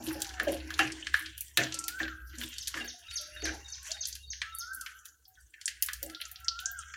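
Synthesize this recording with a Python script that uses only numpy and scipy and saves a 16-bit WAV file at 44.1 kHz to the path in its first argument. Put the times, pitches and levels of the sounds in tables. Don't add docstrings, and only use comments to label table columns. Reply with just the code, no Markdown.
import sys
import numpy as np
from scipy import signal
from scipy.io import wavfile

SR = 44100
rng = np.random.default_rng(int(sys.argv[2]) if len(sys.argv) > 2 else 0)


def generate_wav(sig):
    pcm = np.round(np.clip(np.atleast_2d(sig).T, -1, 1) * 32767).astype(np.int16)
    wavfile.write(sys.argv[1], SR, pcm)


def makeup_ratio(level_db):
    decades = np.asarray(level_db, float) / 20
    return 10 ** decades


N = 306936


def in_time(rows):
    time, *columns = np.transpose(rows)
    return [np.interp(np.arange(N) / SR, time, column) for column in columns]


def rms_one(x):
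    return x / np.sqrt(np.mean(x ** 2) + 1e-20)


def band(x, low_hz, high_hz):
    return signal.sosfilt(signal.butter(2, [low_hz, high_hz], "band", fs=SR, output="sos"), x + 1e-18)


def drift(rate_hz):
    r = np.exp(-80 * np.pi * rate_hz / SR)
    noise = rng.standard_normal(N // 40 + 2002)
    slow = signal.lfilter([1], [1, -2 * r, r * r], noise)[2000:]
    return np.interp(np.arange(N) / 40, np.arange(len(slow)), rms_one(slow))


def train(times, gains):
    out = np.zeros(N)
    np.add.at(out, np.clip((np.asarray(times) * SR).astype(int), 0, N - 1), gains)
    return out


def dying(clicks, t60):
    return signal.lfilter([1], [1, -makeup_ratio(-60 / (t60 * SR))], clicks + 1e-18)


def coloured(source, spectrum, patchy_db):
    hz, level_db = np.transpose(spectrum)
    edges = hz[0] * 2 ** (np.arange(0, 3 * np.log2(hz[-1] / hz[0]) + 1) / 3)
    for k, (low, high) in enumerate(zip(edges, edges[1:])):
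        mid = np.sqrt(low * high)
        flicker_db = patchy_db * (drift(1.0) + 1.09 * drift(13.0))
        gain_db = np.interp(np.log(mid), np.log(hz), level_db) + flicker_db
        yield mid, makeup_ratio(gain_db) * band(source[k % 2], low, high)


def tone(hz, gain):
    return np.sqrt(2) * gain * np.sin(2 * np.pi * np.cumsum(hz) / SR)


def add_note(out, start, end, first_hz, last_hz, level_db, fade_db=0, *, soft):
    a, b = int(start * SR), int(end * SR)
    u = np.linspace(0, 1, b - a)
    hz = first_hz + (last_hz - first_hz) * u * u * (3 - 2 * u)
    out[a:b] += tone(hz, makeup_ratio(level_db + fade_db * u) * np.sin(np.pi * u) ** soft)


def yard(x, t60):
    t = np.arange(SR) / SR
    tail = rng.standard_normal(SR) * makeup_ratio(-60 * t / t60) * np.clip(t / 0.0033, 0, 1)
    return signal.fftconvolve(x, tail / np.sqrt(np.sum(tail ** 2)))[:N]


def room_floor():
    room_db, microphone_db, flame_db = -76.5, -72, -59
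    room = rms_one(band(rng.standard_normal(N), 270, 1400))
    flame = rms_one(band(rng.standard_normal(N), 5200, 0.45 * SR))
    return makeup_ratio(room_db) * room + makeup_ratio(microphone_db) * rng.standard_normal(N) + makeup_ratio(flame_db) * flame


# (time [s], level [dB])
HUM_LEVEL = [(0.0, -53), (0.62, -50.5), (1.96, -62.5), (2.05, -51), (2.91, -56), (2.98, -81), (3.1, -50.5),
             (3.16, -63), (3.51, -46), (3.7, -60), (4.3, -56.5), (5.18, -75), (5.45, -61), (5.54, -76.5),
             (6.07, -50), (6.16, -72), (6.36, -57.5), (6.96, -59)]
# (centre [Hz], level [dB])
HUM_OVERTONES = [(128, -91), (310, -92), (440, -87)]


def hum():
    pitch_hz, waver_hz, rumble_db = 65.3, 4.3, -7
    line = tone(pitch_hz + waver_hz * drift(7), 1 + .4 * drift(6))
    rumble = rms_one(band(band(rng.standard_normal(N), 39, 120), 29, 100))
    overtones = sum(tone(hz + 8.5 * drift(2.0), makeup_ratio(db + drift(5))) for hz, db in HUM_OVERTONES)
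    return makeup_ratio(in_time(HUM_LEVEL)[0]) * (line + makeup_ratio(rumble_db) * rumble) + overtones


# (start [s], end [s], first pitch [Hz], last pitch [Hz], level [dB])
FAR_HOOTS = [(.03, 0.503, 878, 711, -57), (2.885, 3.038, 740, 693, -68), (3.191, 3.426, 596, 610, -63.5),
             (3.5, 3.74, 826, 791, -71), (3.783, 3.86, 1077, 1104, -70), (3.888, 3.979, 613, 827, -64),
             (5.263, 5.363, 767, 742, -72), (5.326, 5.45, 1616, 1570, -81), (6.203, 6.253, 620, 655, -71.5),
             (6.314, 6.472, 737, 763, -71), (6.608, 6.726, 753, 723, -68)]


def far_hoots():
    hoots = np.zeros(N)
    for hoot in FAR_HOOTS:
        add_note(hoots, *hoot, soft=0.18)
    hoots *= makeup_ratio(4.6 * drift(25))
    return hoots + makeup_ratio(-6) * yard(hoots, t60=.4)


# (time from top [s], pitch against top [ratio], rel. level [dB])
WHISTLE_SHAPE = [(-.33, 0.83, -39), (-.25, .83, -10), (-.13, .83, -7.5), (-.06, .91, -8), (0, 0.98, -1.5),
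                 (0.051, .99, -5), (0.127, .79, -9.5), (.15, 0.71, -28.5)]
# (time of top [s], reference pitch [Hz], level [dB])
LONG_CALLS = [(2.002, 1625, -41), (4.719, 1592, -42.5), (6.683, 1634, -41.5)]
# (start [s], end [s], foot pitch [Hz], top pitch [Hz], level [dB])
ARCHED_CALLS = [(3.049, 3.256, 1277, 1400, -63.5), (6.085, 6.288, 1260, 1405, -59)]


def whistling_bird():
    calls, t = np.zeros(N), np.arange(N) / SR
    after, pitch, shape_db = np.transpose(WHISTLE_SHAPE)
    for top, top_hz, level_db in LONG_CALLS:
        sounding = (t > top + after[0]) & (t < top + after[-1])
        hz = top_hz * np.interp(t - top, after, pitch)
        call_db = level_db + np.interp(t - top, after, shape_db) + 2.5 * drift(34)
        calls += tone(hz, sounding * makeup_ratio(call_db))
    for start, end, foot_hz, top_hz, level_db in ARCHED_CALLS:
        arch = np.sin(np.pi * np.clip((t - start) / (end - start), 0, 1))
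        gain = np.abs(arch) ** 0.22 * makeup_ratio(level_db + 3.0 * drift(57))
        calls += tone(foot_hz + (top_hz - foot_hz) * arch, gain)
    return calls + makeup_ratio(-2.5) * yard(calls, t60=1)


# (start [s], end [s], first pitch [Hz], last pitch [Hz], rel. level [dB], level change over the note [dB])
PHRASE_NOTES = [(-.115, -0.077, 2723, 2856, -12, 3), (-.072, -0.036, 3793, 3650, -2, -4),
                (-.035, -0.004, 4524, 4460, -4, 0), (.002, 0.041, 6520, 3084, 14, -16)]
# (time [s], level [dB])
PHRASE_TIMES = [(2.602, -49.5), (2.874, -48.5), (3.154, -45.5), (3.435, -44.5), (3.716, -49),
                (4.005, -47.5), (4.3, -50.5), (4.591, -51)]


def songbird():
    song = np.zeros(N)
    for at, level_db in PHRASE_TIMES:
        for start, end, first_hz, last_hz, note_db, fade_db in PHRASE_NOTES:
            louder_db, bend = rng.normal(0, 1), 1 + 0.004 * rng.normal(0, 1)
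            add_note(song, at + start, at + end, first_hz * bend, last_hz * bend,
                     level_db + note_db + louder_db, fade_db, soft=0.41)
    song *= makeup_ratio(3.5 * drift(150))
    return song + yard(song, t60=0.4)


# (time [s], level [dB])
STIR_LEVEL = [(0.0, -48.5), (0.17, -62), (0.87, -54), (1.16, -68), (1.3, -93), (1.61, -69), (1.74, -58.5),
              (2.54, -78), (3.25, -84), (3.41, -65.5), (3.55, -50), (3.68, -79.5), (5.21, -92.5),
              (5.8, -93.5), (6.09, -82), (6.96, -93)]
# (frequency [Hz], relative level [dB per Hz])
STIR_SPECTRUM = [(110, -7), (200, -11.5), (320, 1.5), (450, -13), (600, -10), (900, -5), (1300, -22.5)]


def stirring():
    bands = coloured(rng.standard_normal((2, N)), STIR_SPECTRUM, patchy_db=3.0)
    return makeup_ratio(in_time(STIR_LEVEL)[0]) * rms_one(sum(x for hz, x in bands))


# (time [s], relative level [dB], brightness [dB per octave], ring time [share of free t60],
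# cut off after [s], thud against the blow [dB], favoured frequency [Hz], favour [dB])
SPOON_KNOCKS = [(0.002, -45.5, -16, 0.73, 0.11, -25, 252, 30.5),
                (0.074, -29, -11.5, 0.32, 0.065, -18, 318, 3.5), (0.15, -39.5, -13, .5, .16, 1.5, 621, 28),
                (0.397, -38.5, -4.5, 0.45, .3, 7.5, 422, 18), (0.468, -30.5, -4.5, 1.02, .29, 6, 553, 15.5),
                (0.536, -40, -7, 1.12, 0.12, -4, 553, 19), (0.792, -25.5, -1, 0.77, .31, -5, 720, -0.5),
                (0.848, -51.5, -13.5, 0.32, .08, -20, 127, 26), (1.2, -57, -11, 1.6, 0.11, -20, 318, 5),
                (1.575, -30.5, -6.5, 0.89, .4, 6.5, 127, 11),
                (1.589, -47.5, -2.5, 1.2, 0.13, -8, 694, 14.5), (1.74, -49, -4, .5, 0.083, -13, 553, 12),
                (2.004, -33, -7, 0.53, .24, -4.5, 240, 18.5),
                (2.336, -47.5, -10, 0.2, 0.026, -10.5, 318, 6), (2.373, -55, -7, .8, 0.15, 13, 243, 40.5),
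                (2.438, -37.5, -18, 0.19, 0.054, -17, 422, 13),
                (2.744, -41.5, -9.5, 0.72, 0.064, 2.5, 1030, 27),
                (2.801, -51, 3, 0.87, 0.15, 13.5, 237, 39), (2.84, -54.5, 0, 0.91, .1, -1, 422, 29),
                (3.426, -39, -5.5, 0.95, 0.11, 1.5, 412, 34.5), (3.47, -47, -1, 1.3, 0.1, 6, 422, 29),
                (4.759, -72, -9, 0.52, .1, -6, 243, 36.5), (6.023, -43, -8, 0.74, 0.13, -5, 546, 21),
                (6.06, -49.5, -4.5, 1.16, 0.1, 0, 318, 2.5)]
# (frequency [Hz], relative level [dB], free t60 [s])
PAN_MODES = [(127, -11, 0.4), (243, -21.5, 0.5), (318, 8, 0.75), (358, -15, 0.15), (422, -12, 0.08),
             (490, -5, 0.12), (553, -1, .22), (694, 2, 0.24), (788, 1.5, 0.2), (1030, -14, 0.3),
             (1642, 8, 0.13), (1707, 0, 0.2), (1985, -6, 0.3), (2105, -10, 0.3), (2401, -10, .3),
             (2751, -1, 0.15), (2830, -6, 0.2), (3100, -3, 0.17)]


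def knocks():
    favour_octaves, rise_cycles, cut_fade_s = .15, 4.0, .012
    contact_t60, thud_t60, thud_rise_s = 0.03, 0.2, 0.056
    wobble_db, wobble_rad = 1.2, .9
    out, t = np.zeros(N + SR), np.arange(SR // 2) / SR
    hz, mode_db, t60 = np.transpose(PAN_MODES)[:, :, None]
    octaves = np.log2(hz / 220).clip(.45)
    for at, level_db, bright_db, free, cut_after, thud_db, spot_hz, spot_db in SPOON_KNOCKS:
        knots = rng.standard_normal((2, len(hz), 36))
        sway, shift = octaves * np.array([[np.interp(t, np.linspace(0, .5, 36), k) for k in rows]
                                          for rows in knots])
        favour_db = spot_db * np.exp(-.5 * (np.log2(hz / spot_hz) / favour_octaves) ** 2)
        luck_db = rng.normal(0, 2, hz.shape) * octaves.clip(0, 1)
        strike_db = level_db - 8.0 + mode_db + favour_db + bright_db * np.log2(hz / 318) + luck_db
        gains = makeup_ratio(strike_db - 60 * t / (t60 * free))
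        gains = gains * (1 - np.exp(-t * hz / rise_cycles)) * makeup_ratio(wobble_db * sway)
        ring = np.sum(gains * np.sin(2 * np.pi * hz * t + wobble_rad * shift), axis=0)
        chatter = band(rng.standard_normal(len(t)), 900, 9000) * makeup_ratio(-12.5 - 60 * t / contact_t60)
        ring = signal.fftconvolve(ring, chatter + (t == 0))[:len(t)]
        dense = rms_one(band(band(rng.standard_normal(len(t)), 200, 900), 170, 600))
        swell = makeup_ratio(level_db + thud_db - 60 * t / thud_t60) * np.clip(t / thud_rise_s, 0, 1)
        cut = np.exp(-np.maximum(t - cut_after, 0) / cut_fade_s)
        first = int(at * SR)
        out[first:first + len(t)] += (ring + swell * dense) * cut
    return out[:N]


# (time [s], level [dB], tilt from one range to the next higher [dB])
STEADY_FRYING = [(0.0, -56, -4), (0.73, -64, -10), (0.97, -56.5, -4), (1.61, -66.5, -5), (1.76, -66.5, -13),
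                 (1.94, -58, 6), (2.11, -73.5, -3.5), (2.4, -59, -6.5), (2.56, -57.5, -2.5),
                 (2.77, -62.5, -7.5), (3.16, -64, -6.5), (3.88, -62.5, -4.5), (4.15, -66, -10.5),
                 (4.25, -73.5, -1.5), (4.4, -75.5, -8.5), (4.73, -66.5, -4.5), (5.1, -67, -2.5),
                 (5.15, -74.5, 1), (5.33, -73.5, 2), (5.38, -65, -3), (5.52, -69.5, 6), (5.6, -67.5, -5),
                 (5.85, -72.5, -12.5), (6.55, -67, -4.5), (6.96, -64.5, -3)]
# (time [s], level [dB], tilt from one range to the next higher [dB])
SIZZLE_FLARES = [(0.074, -50, -6.5), (0.475, -47, -0.5), (0.785, -38.5, -8), (1.135, -42.5, -1),
                 (1.397, -72, 10), (1.584, -35.5, -12), (1.863, -67, -21), (1.984, -39.5, -6),
                 (2.388, -45.5, 2.5), (2.752, -46.5, -3), (3.104, -50, -4.5), (3.443, -57, -20.5),
                 (3.844, -44, -3), (4.418, -65, 1)]
# (time [s], level [dB])
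TREBLE_LEVEL = [(0.0, -49.5), (0.56, -68), (0.68, -53.5), (0.85, -59), (1.49, -68.5), (1.84, -66),
                (2.13, -65), (2.27, -56.5), (2.64, -66), (2.87, -63.5), (4.5, -62.5), (4.67, -79.5),
                (4.84, -59.5), (5.48, -80), (6.05, -65.5), (6.96, -66.5)]


def vigour():
    rise_s, flare_t60, middle_lift_db, treble_flare_db = 0.025, 0.15, 6.5, 5.5
    level_db, tilt_db = in_time(STEADY_FRYING)
    at, flare_db, flare_tilt_db = np.transpose(SIZZLE_FLARES)
    slow = np.exp(-1 / (rise_s * SR))
    for k in (-1, 0, 1):
        flare = dying(train(at, makeup_ratio(flare_db + k * flare_tilt_db)), flare_t60)
        flare = signal.lfilter([1 - slow], [1, -slow], flare)
        lift = makeup_ratio(middle_lift_db * (k == 0))
        yield lift * (makeup_ratio(level_db + k * tilt_db) + flare)
    yield makeup_ratio(in_time(TREBLE_LEVEL)[0]) + makeup_ratio(treble_flare_db) * flare


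# (frequency [Hz], relative level [dB per Hz])
SIZZLE_SPECTRUM = [(900, 0), (1300, -13.5), (1700, 11), (2300, -4), (3000, 5.5), (4500, -5), (6300, 12),
                   (7000, -44.5), (10000, -5), (14000, -10.5), (16000, -11)]


def sizzle(gains):
    grains_per_s, spits_per_s, spit_size, spit_t60 = 2500, 90, .9, .03
    sizes = makeup_ratio(4.85 * np.minimum(rng.exponential(1, (2, N)), 3.5)) * rng.choice([-1, 1], (2, N))
    grains = rms_one(sizes * (rng.random((2, N)) < grains_per_s * makeup_ratio(2 * drift(20)) / SR))
    source = grains + .9 * rng.standard_normal((2, N))
    spits = (rng.random(N) < spits_per_s / SR) * makeup_ratio(4.5 * np.minimum(rng.exponential(1, N), 2))
    centre = rng.uniform(np.log(1500), np.log(13000), N)
    reach = rng.uniform(0.49, 0.57, N)
    parts = np.zeros((4, N))
    for hz, x in coloured(source, SIZZLE_SPECTRUM, patchy_db=2.8):
        near = np.abs(np.log(hz) - centre) < reach
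        part = int(hz > 3000) + int(hz > 6800) + int(hz > 9500)
        parts[part] += x * (1 + spit_size * dying(spits * near, spit_t60))
    return sum(gain * rms_one(part) for gain, part in zip(gains, parts))


# (time [s], level [dB], centre [Hz], width [octaves], never under 0.15 in use)
WATER_POPS = [(0.0663, -33, 3450, 0.26), (0.084, -32, 3450, 0.3), (0.067, -39, 10800, .15),
              (0.129, -38, 11000, 0.24), (0.432, -38.5, 11000, 0.57), (0.481, -35, 6960, 0.28),
              (0.508, -52, 12000, .3), (0.203, -35, 6700, 0.77), (0.2187, -19.5, 6260, 0.66),
              (0.2451, -30, 3720, 0.67), (0.291, -32.5, 5350, 0.47), (0.398, -18.5, 2360, 1),
              (0.52, -33.5, 10850, 0.62), (0.544, -39.5, 9400, 0.2), (0.7042, -27, 3160, 0.97),
              (0.7399, -27, 4900, 0.4), (0.791, -11.5, 2300, 1), (0.92, -27.5, 6000, 0.4),
              (1.026, -32, 2880, 0.23), (1.0685, -22.5, 3200, 0.77), (1.1412, -14.5, 2190, 1),
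              (1.186, -40, 1660, 0.077), (1.213, -37, 1720, 0.13), (1.194, -40, 11700, 0.17),
              (1.26, -28, 3880, 0.55), (1.3786, -33, 9050, 0.91), (1.4078, -27.5, 9900, 0.81),
              (1.5727, -8, 3230, 0.99), (1.635, -22.5, 4270, 0.44), (1.723, -24, 4370, 0.5),
              (1.7426, -21.5, 6250, 0.41), (1.7892, -21, 7670, 0.22), (1.8401, -24.5, 6530, 0.32),
              (1.8812, -21, 5830, 0.95), (2.0022, -25, 1660, 0.64), (2.0311, -27.5, 4000, 0.22),
              (2.079, -31, 2470, 0.73), (2.384, -30.5, 6600, 0.41), (2.419, -42.5, 1790, 0.25),
              (2.489, -44.5, 12900, 0.23), (2.627, -44.5, 10000, 0.63), (2.848, -46, 13600, 0.21),
              (2.99, -46, 9000, 0.45), (3.349, -49.5, 11000, 0.72), (2.531, -37, 3080, 0.4),
              (2.5829, -23, 5380, 0.47), (2.6728, -20, 5160, 0.49), (2.679, -27, 7100, 0.58),
              (2.741, -24, 1840, 0.98), (2.772, -27.5, 1940, 0.75), (3.213, -38, 8500, 0.47),
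              (3.11, -31, 4200, 0.65), (3.372, -57, 3670, 0.38), (3.421, -32.5, 3120, 1),
              (3.4537, -25, 3530, 1), (3.83, -37.5, 7740, 0.34), (3.9163, -19.5, 5500, 0.24),
              (4.0539, -20.5, 5500, 0.39), (4.072, -35.5, 9200, 0.28), (4.085, -32.5, 8900, 0.95),
              (4.127, -28.5, 5450, 0.28), (4.1528, -31, 5840, 0.69), (4.332, -31.5, 3160, 0.71),
              (4.4166, -19, 2780, 0.79), (4.55, -34, 10400, 0.18), (4.5861, -33, 11400, 0.21),
              (4.673, -41, 6500, 0.16), (4.7333, -36, 8400, 0.5), (4.7474, -34, 10800, 0.23),
              (4.8109, -28.5, 6380, 0.55), (4.862, -27, 3000, 0.77), (5.0553, -34, 5930, 1),
              (5.254, -41.5, 4360, 0.16), (5.281, -47.5, 13350, 0.34), (5.409, -49, 9500, 0.22),
              (5.354, -47, 3310, 0.29), (5.5387, -39, 2830, 0.62), (5.613, -32, 4820, 0.77),
              (5.657, -17, 7580, 0.19), (5.6784, -19, 4270, 0.7), (5.824, -15.5, 7500, 0.9),
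              (5.8615, -29, 8600, 0.63), (5.8857, -23, 2420, 1), (5.9326, -25.5, 7260, 0.59),
              (6.029, -26, 8440, 1), (6.062, -36, 8700, 0.19), (6.0978, -34.5, 4450, 0.8),
              (6.1481, -27.5, 4050, 0.23), (6.202, -36, 2950, 0.51), (6.2122, -40, 11900, 0.21),
              (6.2149, -25, 3470, 0.41), (6.292, -49, 3600, 0.57), (6.284, -50, 12000, 0.41),
              (6.253, -31.5, 6130, 0.22), (6.315, -37.5, 12000.0, 0.83), (6.359, -32, 4260, 0.24),
              (6.402, -46.5, 12100, 0.32), (6.446, -34, 7140, 0.1), (6.483, -12.5, 4600, 0.15),
              (6.59, -26, 3940, 0.53), (6.602, -41, 12200, 0.25), (6.658, -18, 6460, 0.13),
              (6.716, -40, 13500, 0.15), (6.789, -31, 7860, 0.083), (6.831, -53, 1960, 1),
              (6.9381, -31.5, 2640, 1)]
# (frequency [Hz], crack level [dB], splash t60 [s], splash level [dB],
# kitchen t60 [s], kitchen level [dB])
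POP_DECAYS = [(1840, -2, 0.0076, -6, 0.27, -18), (3800, 0.5, 0.033, -14, 0.36, -27.5),
              (8450, 1.5, 0.0075, -2, 0.11, -19.5), (12000, 15, 0.0064, -2, 0.1, -6)]


def pops():
    splash_lag_s = 0.0014
    at, level_db, centre_hz, width = np.transpose(WATER_POPS)
    hz, *laws = np.transpose(POP_DECAYS)
    edges, out = 1150 * 2 ** np.arange(0, 3.9, .38), np.zeros(N)
    mids = np.sqrt(edges[1:] * edges[:-1])
    bells = np.exp(-.5 * (np.log2(mids[:, None] / centre_hz) / np.maximum(width, .15)) ** 2)
    bells = bells * makeup_ratio(rng.normal(0, 2, bells.shape))
    bells = bells / np.sqrt(np.sum(bells ** 2, axis=0))
    for low, high, mid, bell in zip(edges, edges[1:], mids, bells):
        crack_db, splash_t60, splash_db, room_t60, room_db = (
            np.interp(np.log(mid), np.log(hz), law) for law in laws)
        heights = makeup_ratio(level_db) * bell
        late = train(at + splash_lag_s, heights)
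        share = SR / 2 / (high - low)
        crack = makeup_ratio(crack_db) * train(at, heights) * share
        shape = makeup_ratio(splash_db) * dying(late, splash_t60) + makeup_ratio(room_db) * dying(late, room_t60)
        noise = rng.choice([-1, 1], N) * np.sqrt(share)
        out += band(band(crack + shape * noise, low, high), 0.38 * low, 1.12 * high)
    return out


# (frequency [Hz], width [Hz], level [dB])
BOWL_MODES = [(1738, 160, 6.5), (1900, 67, -12.5), (3070, 310, -5)]


def bowl(x):
    out = x.copy()
    for hz, width_hz, level_db in BOWL_MODES:
        r = np.exp(-np.pi * width_hz / SR)
        poles = [1, -2 * r * np.cos(2 * np.pi * hz / SR), r * r]
        out += makeup_ratio(level_db) * signal.lfilter([(1 - r * r) / 2, 0, (r * r - 1) / 2], poles, x)
    return out


# (delay [s], level against direct [dB])
NEAR_ECHOES = [(.0007, -17.5), (.0019, -27), (.0031, -30.5), (.0047, -30.5), (.0073, -12)]


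def nearby(x):
    lags, levels_db = np.transpose(NEAR_ECHOES)
    taps = train(np.r_[0, lags], np.r_[1, makeup_ratio(levels_db)])[:SR // 50]
    return signal.fftconvolve(x, taps / np.sqrt(np.sum(taps ** 2)))[:N]


def scene():
    background = room_floor() + hum() + far_hoots() + whistling_bird() + songbird()
    frying = nearby(bowl(pops()) + sizzle(vigour()))
    return (background + stirring() + knocks() + frying)[None]


# (frequency [Hz], level [dB per bin])
SUPPRESSOR_THRESHOLD = [(100, -100), (300, -94.5), (1000, -81.5), (2000, -82), (6000, -83), (12000, -81.5)]


def suppressor(x):
    deepest_db, memory = -15, .8
    hz, _, z = signal.stft(x, SR, nperseg=1024, noverlap=768)
    recent = signal.lfilter([1 - memory], [1, -memory], np.abs(z) ** 2)
    at, level_db = np.transpose(SUPPRESSOR_THRESHOLD)
    noise = makeup_ratio(np.interp(np.log(hz + 1), np.log(at), level_db))[:, None] ** 2
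    gain = np.maximum(1 - noise / (recent + 1e-18), makeup_ratio(deepest_db))
    return signal.istft(z * gain, SR, nperseg=1024, noverlap=768)[1][..., :N]


def low_pass(x):
    return signal.sosfilt(signal.butter(12, 17000, fs=SR, output="sos"), x)


def record(dry):
    x = signal.sosfilt(signal.butter(6, 16000, fs=SR, output="sos"), dry)
    x = signal.sosfilt(signal.butter(2, 48, "high", fs=SR, output="sos"), x)
    mix = suppressor(x)
    return low_pass(mix)


dry = scene()
out = record(dry)
generate_wav(out)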